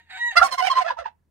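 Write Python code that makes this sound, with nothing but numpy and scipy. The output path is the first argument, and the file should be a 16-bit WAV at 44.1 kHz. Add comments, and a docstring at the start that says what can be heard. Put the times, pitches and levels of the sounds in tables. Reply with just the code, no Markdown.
"""A faint low hum and outdoor rumble, made of a wavering sine and coloured noise, lie under the whole scene.
Another bird's yelp comes first, hoarse and then clear: harmonics and rasp follow one drawn pitch and level line.
It sets off a turkey tom in a small, wood-fenced farm pen. His gobble is a run of quick raspy notes flipping
between a low and a high register, weaker towards the end, with soft deep thumps under the first and last notes.
Both birds pass through brief echoes of ground and fences, ringing resonances and short and long noise tails."""
import sys
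import numpy as np
from scipy import signal
from scipy.fft import rfft, irfft, next_fast_len
from scipy.io import wavfile
from scipy.ndimage import uniform_filter1d, minimum_filter1d, map_coordinates

SR = 44100
rng = np.random.default_rng(int(sys.argv[2]) if len(sys.argv) > 2 else 0)


def file_out(sig):
    """Save sig as 16-bit WAV at sys.argv[1]."""
    # one column per channel
    cols = np.atleast_2d(sig).T
    # limit, then scale
    lim = np.clip(cols, -1, 1)
    pcm = np.round(lim * 32767).astype(np.int16)
    wavfile.write(sys.argv[1], SR, pcm)


N = 57330  # length in samples


def undb(db):
    """Turn decibels into an amplitude factor."""
    return 10 ** (np.asarray(db) / 20)


def unit(x):
    """Scale to rms 1."""
    return x / np.sqrt(np.mean(x ** 2) + 1e-18)


def colour(x, points, share=1, phase=((0, 0), (1, 0))):
    """Filter by a share of a (Hz, dB) curve and an optional (Hz, radians) curve."""
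    n = x.shape[-1]
    size = next_fast_len(n + 2048)
    f = np.arange(size // 2 + 1) * SR / size
    hz, db = np.array(points).T
    gain = undb(share * np.interp(np.log(f + 1), np.log(hz), db))
    turn = np.exp(1j * np.interp(f, *np.array(phase).T))
    return irfft(rfft(x, size) * gain * turn, size)[..., :n]


def wander(n, rate):
    """Smooth random motion with a spread near 1, drawn from `rate` random points a second."""
    at = np.arange(n) / SR * rate
    return map_coordinates(rng.standard_normal(4096), [at], order=3, mode="wrap")


def swell(n):
    """Rise and fall of one note: a sine arch, narrowed by its exponent."""
    return np.sin(np.pi * (np.arange(n) + .5) / n) ** 1.44


def add(out, start, x):
    """Mix a sound in at its time in seconds."""
    i = int(start * SR)
    out[i:i + len(x)] += x[:N - i]


def air():
    """Quiet outdoor rumble, partly shared by both channels, with a faint wavering hum."""
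    rumble_db, hum_hz, hum_db = -71, 80, -70.5
    # Colour of the rumble. Each row: frequency in Hz, level in dB.
    rumble_colour = [(25, -9), (40, 0), (55, -12.5), (82, -6), (110, -9), (170, -6.5), (300, -16),
                     (1000, -30), (3000, -40.5), (8000, -42), (15000, -42)]
    noise = rng.standard_normal((3, N))
    rumble = colour(noise[:2] + noise[2], rumble_colour)
    hum = np.sin(2 * np.pi * np.cumsum(hum_hz * (1 + 0.013 * wander(N, 15))) / SR)
    return undb(rumble_db) * unit(rumble) + undb(hum_db) * unit(hum)


def voice(hz, levels, flutter, blur, throat, rasp):
    """A fluttering syrinx: fundamental, octave, uneven upper harmonics, a puff of rasp each cycle, a hissing sheen."""
    flutter_hz, overtone_spread_db, puff_db, hiss_noise_db = 418, 4, 1.2, -3
    # Colour of the hissing sheen. Each row: frequency in Hz, level in dB.
    hiss = [(2000, -4), (4200, -13.5), (6000, 0), (8000, -5), (10000, -5), (12000, -17.5), (15000, -11)]
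    n = len(hz)
    hz = hz * (1 + flutter * wander(n, flutter_hz))
    phase = 2 * np.pi * np.cumsum(hz) / SR
    upper = 0
    for k in np.arange(3, 25):
        below_nyquist = k * hz < SR / 2
        size = undb(overtone_spread_db * wander(n, 45)) * below_nyquist
        blurred = phase + blur * wander(n, 350)  # blur in radians, multiplied by the harmonic number
        upper = upper + size * np.cos(k * blurred + rng.uniform(0, 2 * np.pi))
    puffs = rng.standard_normal(n) * (1 + .5 * np.cos(phase))
    puffs = puffs * undb(puff_db * wander(n, 200))
    sheen = colour(unit(upper) + undb(hiss_noise_db) * unit(puffs), hiss)
    parts = [np.cos(phase), np.cos(2 * phase), colour(upper, throat), colour(puffs, rasp), sheen]
    # a list of four levels leaves the sheen out
    return sum(undb(db) * unit(part) for db, part in zip(levels, parts))


def yelp():
    """A hoarse start breaks upward into a clear held note, as pitch and levels glide from point to point."""
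    # Course of the yelp. Each row: time in seconds, pitch in Hz, then the levels, before the pen, of the
    # fundamental, octave, upper harmonics and rasp in dB.
    course = [(0, 923, -63, -53.5, -64.5, -56.5), (0.038, 945.4, -81, -67, -69, -72.5),
              (0.088, 906.2, -77, -69, -77, -65), (.102, 766.4, -61.5, -63, -59.5, -44),
              (0.126, 746, -56, -52, -48.5, -41), (.168, 759, -44.5, -37.5, -44, -45.5),
              (.174, 939.5, -53.5, -46, -44, -34), (.195, 951, -45.5, -38.5, -43, -48),
              (.218, 951.5, -53.5, -23.5, -38, -53.5), (.255, 962, -44.5, -23.5, -38.5, -51.5),
              (0.283, 959, -42.5, -22.5, -37, -61.5), (0.302, 931, -48.5, -33, -49.5, -62.5),
              (0.316, 922.6, -49.5, -27, -34, -46), (.323, 891.5, -52.5, -44.5, -48, -41.5),
              (0.326, 782, -41.5, -53, -57, -42), (.345, 747, -52.5, -55, -56.5, -43),
              (.36, 733, -53.5, -44.5, -65.5, -58), (.39, 710, -92, -93.5, -94, -96.5)]
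    # Colour of the upper harmonics. Each row: frequency in Hz, level in dB.
    throat = [(2200, 10), (2900, 1), (3800, 1.5), (4700, -20.5), (5400, -23.5), (6700, -7.5), (7700, -6),
              (10000, -30.5), (14500, -28.5)]
    # Colour of the rasp. Each row: frequency in Hz, level in dB.
    rasp = [(300, -40.5), (550, -51.5), (750, -1.5), (1150, -16.5), (1800, 8), (3000, -6), (4600, -11),
            (5400, -38), (7600, -20), (10000, -35.5), (15000, -50.5)]
    t = np.arange(N) / SR
    times, *columns = np.array(course).T
    hz, *levels = (np.interp(t, times, column) for column in columns)
    sounding = t < times[-1]
    return voice(hz, levels, flutter=.002, blur=.02, throat=throat, rasp=rasp) * sounding


def gobble():
    """Overlapping notes, each a short curve of pitch in one of two registers; they dull as the gobble runs out."""
    shimmer_db, dullest_s = 2.21, 1.08
    # Notes of the gobble. 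Each row: start in seconds, length in seconds, first, middle and last pitch in Hz,
    # then the levels, before dulling, swell and pen, of the fundamental, octave, upper harmonics, rasp and hiss in dB.
    notes = [ (.353, 0.016, 557, 622.5, 676, -31, -23.5, -32, -35, -49),
             (0.361, 0.032, 643.6, 692.4, 661.7, -18.5, -6.5, -9.5, -22, -30.5),
             (0.389, 0.022, 636, 578, 565, -41.5, -15.5, -19, -34, -51.5),
             (.411, 0.022, 611, 691, 725, -18, -4, -30, -33, -53),
             (0.415, 0.027, 750, 787.6, 700, -12, -29, -37.5, -23.5, -38),
             (0.426, 0.053, 1106, 1102, 1047, -15.5, -31.5, -33, -37.5, -30),
             (0.46, 0.05, 704, 634, 560, -37, -54, -44, -35, -58),
             (0.505, .050, 1097, 1038, 1017, -25.5, -35.5, -30, -34.5, -37.5),
             (.534, 0.026, 746, 718, 686, -32.5, -33.5, -35.5, -41.5, -47),
             (0.572, 0.047, 1105, 1048, 993, -15.5, -23.5, -32, -29, -38.5),
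             (0.59, 0.084, 730.6, 739.6, 780.4, -24.5, -31.5, -29, -41.5, -48.5),
             (0.637, 0.059, 752.7, 781.8, 604, -22, -34, -19.5, -29.5, -40),
             (.693, 0.044, 1077, 1068, 1008, -12.5, -42.5, -26.5, -34, -43.5),
             (0.725, 0.024, 734, 655, 663, -34.5, -34, -36, -32.5, -67),
             (0.741, 0.034, 1016, 986.5, 1002, -48, -31.5, -33, -42, -69),
             (0.749, 0.067, 1044, 1039, 1010, -12.5, -42.5, -38, -27.5, -42),
             (0.8, .036, 766, 735.2, 645, -23.5, -38.5, -30.5, -31.5, -45),
             (0.837, .052, 578, 671, 668.6, -24.5, -29.5, -37.5, -37.5, -57),
             (0.869, 0.036, 860.4, 852.4, 820, -43, -24.5, -36, -28, -80),
             (0.897, 0.023, 1034, 982, 941, -16.5, -44, -42, -31, -64.5),
             (0.902, 0.02, 875.5, 853, 855, -38.5, -32, -51, -33.5, -71.5),
             (.906, 0.028, 676, 557, 489, -36, -40, -77, -40, -112),
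             (0.965, .020, 974, 925, 924, -30.5, -57, -63.5, -52, -70.5),
             (0.973, .046, 605.7, 673.8, 640.7, -32.5, -31, -39.5, -38.5, -54),
             (1.001, 0.036, 633, 588, 472, -35.5, -44.5, -65, -44, -86),
             (1.037, .026, 1063, 847, 800, -53, -42, -53, -51, -75.5),
             (1.052, .020, 952, 933, 903, -21.5, -46, -46, -37, -82),
             (1.061, 0.031, 937, 880, 918, -33, -75, -60, -38.5, -86)]
    # Throat and beak: colour of the upper harmonics. Each row: frequency in Hz, level in dB.
    throat = [(1600, 27.5), (2100, 10.5), (2900, 5), (3650, -8.5), (4200, 4), (4600, -12.5), (5400, -2.5),
              (7500, -37.5), (10000, -26), (15000, -47.5)]
    # Colour of the rasp. Each row: frequency in Hz, level in dB.
    rasp = [(100, -46), (300, -27), (410, -29), (510, -3), (1100, -2), (1900, -1), (2500, -11), (3400, -12),
            (4500, -21), (6000, -25), (9000, -36), (15000, -50)]
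    # Dulling that would be complete at dullest_s. Each row: frequency in Hz, level change in dB.
    dulling = [(3500, 0.5), (7000, -3), (12000, -13)]
    out = np.zeros(N)
    first_start = notes[0][0]
    for start, length, first, middle, last, *levels in notes:
        n = int(length * SR)
        arch = np.polyfit([0, .5, 1], [first, middle, last], 2)
        hz = np.polyval(arch, np.linspace(0, 1, n))
        note = voice(hz, levels, flutter=.007, blur=.03, throat=throat, rasp=rasp)
        spent = ((start - first_start) / (dullest_s - first_start)) ** 2
        note = colour(note, dulling, spent)
        add(out, start, note * swell(n) * undb(shimmer_db * wander(n, 250)))
    return out


def thumps():
    """A few soft, deep sine cycles under the first and last notes."""
    thump_hz = 67.7
    # Thumps. Each row: start in seconds, length in seconds, level before the swell in dB.
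    hits = [(0.359, 0.086, -44), (0.975, 0.068, -52.5)]
    out = np.zeros(N)
    for start, length, db in hits:
        n = int(length * SR)
        tone = np.sin(2 * np.pi * thump_hz * np.arange(n) / SR)
        add(out, start, undb(db) * swell(n) * unit(tone))
    return out


def place(x, balance, phase):
    """Direct sound, echoes, resonances and noise tails in one response, then a stereo tilt by frequency."""
    pen_t60_s, pen_db, far_t60_s, far_db = 0.12, -8.5, 1.0, -45  # far level before its colour
    # Colour of the long, far tail. Each row: frequency in Hz, level in dB.
    far_colour = [(200, -3), (1000, -3), (2000, 6.5), (5000, -9.5), (12000, -30)]
    # Echoes from ground and fences. Each row: left delay in seconds, right delay in seconds, level in dB.
    echoes = [(.0031, 0.0056, -13), (.0092, 0.0058, -17), (0.0192, .0168, -26)]
    # Narrow resonances that ring on after each note. 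Each row: frequency in Hz, time to fall 60 dB in
    # seconds, gain at the resonance in dB.
    rings = [(497, 0.069, 2), (1736, .16, -11), (2620, 0.29, -13), (3400, .10, 0), (3805, 0.093, 11),
             (4860, 0.037, 6), (5220, .13, -1.5), (6000, .10, -8)]
    t = np.arange(N) / SR

    def tail(t60):
        """Decaying noise from 3 ms on, with about the energy of the direct sound."""
        noise = rng.standard_normal((2, N)) * undb(-60 * t / t60) * (t > .003)
        return unit(noise) / np.sqrt(N)

    response = undb(pen_db) * tail(pen_t60_s)
    response += undb(far_db) * colour(tail(far_t60_s), far_colour)
    response[:, 0] += 1  # direct sound
    for left_s, right_s, db in echoes:
        response[[0, 1], [int(left_s * SR), int(right_s * SR)]] += undb(db)
    for hz, t60, db in rings:
        decay = np.log(1000) / t60
        ringing = np.exp(-decay * t) * np.cos(2 * np.pi * hz * t)
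        response += undb(db) * 2 * decay / SR * ringing
    left, right = signal.fftconvolve(x[None], response, axes=1)[:, :N]
    # the left takes a share of the balance curve and the phase turn, the right an opposite share
    return np.array([colour(left, balance, 0.79, phase), colour(right, balance, -.5)])


def scene():
    """Set the yelp and the gobble in the pen, over thumps and air that bypass it."""
    # Stereo tilt, applied in part to each side. Each row: frequency in Hz, left against right in dB.
    yelp_balance = [(700, 9.5), (1900, -2.5), (4400, -5.5), (8000, -1), (15000, 5.5)]
    tom_balance = [(200, -0.5), (450, 3.5), (700, -14.5), (880, -9.5), (1030, -1.5), (1350, -3.5),
                   (2100, -0.5), (2600, -12), (3350, -2), (4400, -9.5), (8100, -5.5), (15000, -0.5)]
    # Phase turn of the left channel. Each row: frequency in Hz, phase in radians.
    yelp_phase = [(0, 0), (15000, -9.5)]
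    tom_phase = [(0, -1.5), (200, 0.7), (400, -2.5), (750, -3), (1000, -5), (2000, -7.5), (2550, -12.5),
                 (3200, -12), (4200, -17), (15000, -61.5)]
    other_bird = place(yelp(), yelp_balance, yelp_phase)
    tom = place(gobble(), tom_balance, tom_phase) * undb(-4.0)
    return air() + other_bird + tom + thumps()


def record(dry):
    """A fast limiter holds down the loudest peaks, and a steep low-pass cuts the top."""
    ceiling, limiter_s, top_hz = 1, .004, 15650
    size = int(limiter_s * SR)
    needed = ceiling / np.maximum(abs(dry), ceiling)
    gain = uniform_filter1d(minimum_filter1d(needed, size), size)
    low_pass = signal.ellip(8, .2, 70, top_hz, fs=SR, output="sos")  # order, ripple dB, stop-band dB
    return signal.sosfilt(low_pass, dry * gain)


dry = scene()
out = record(dry)
file_out(out)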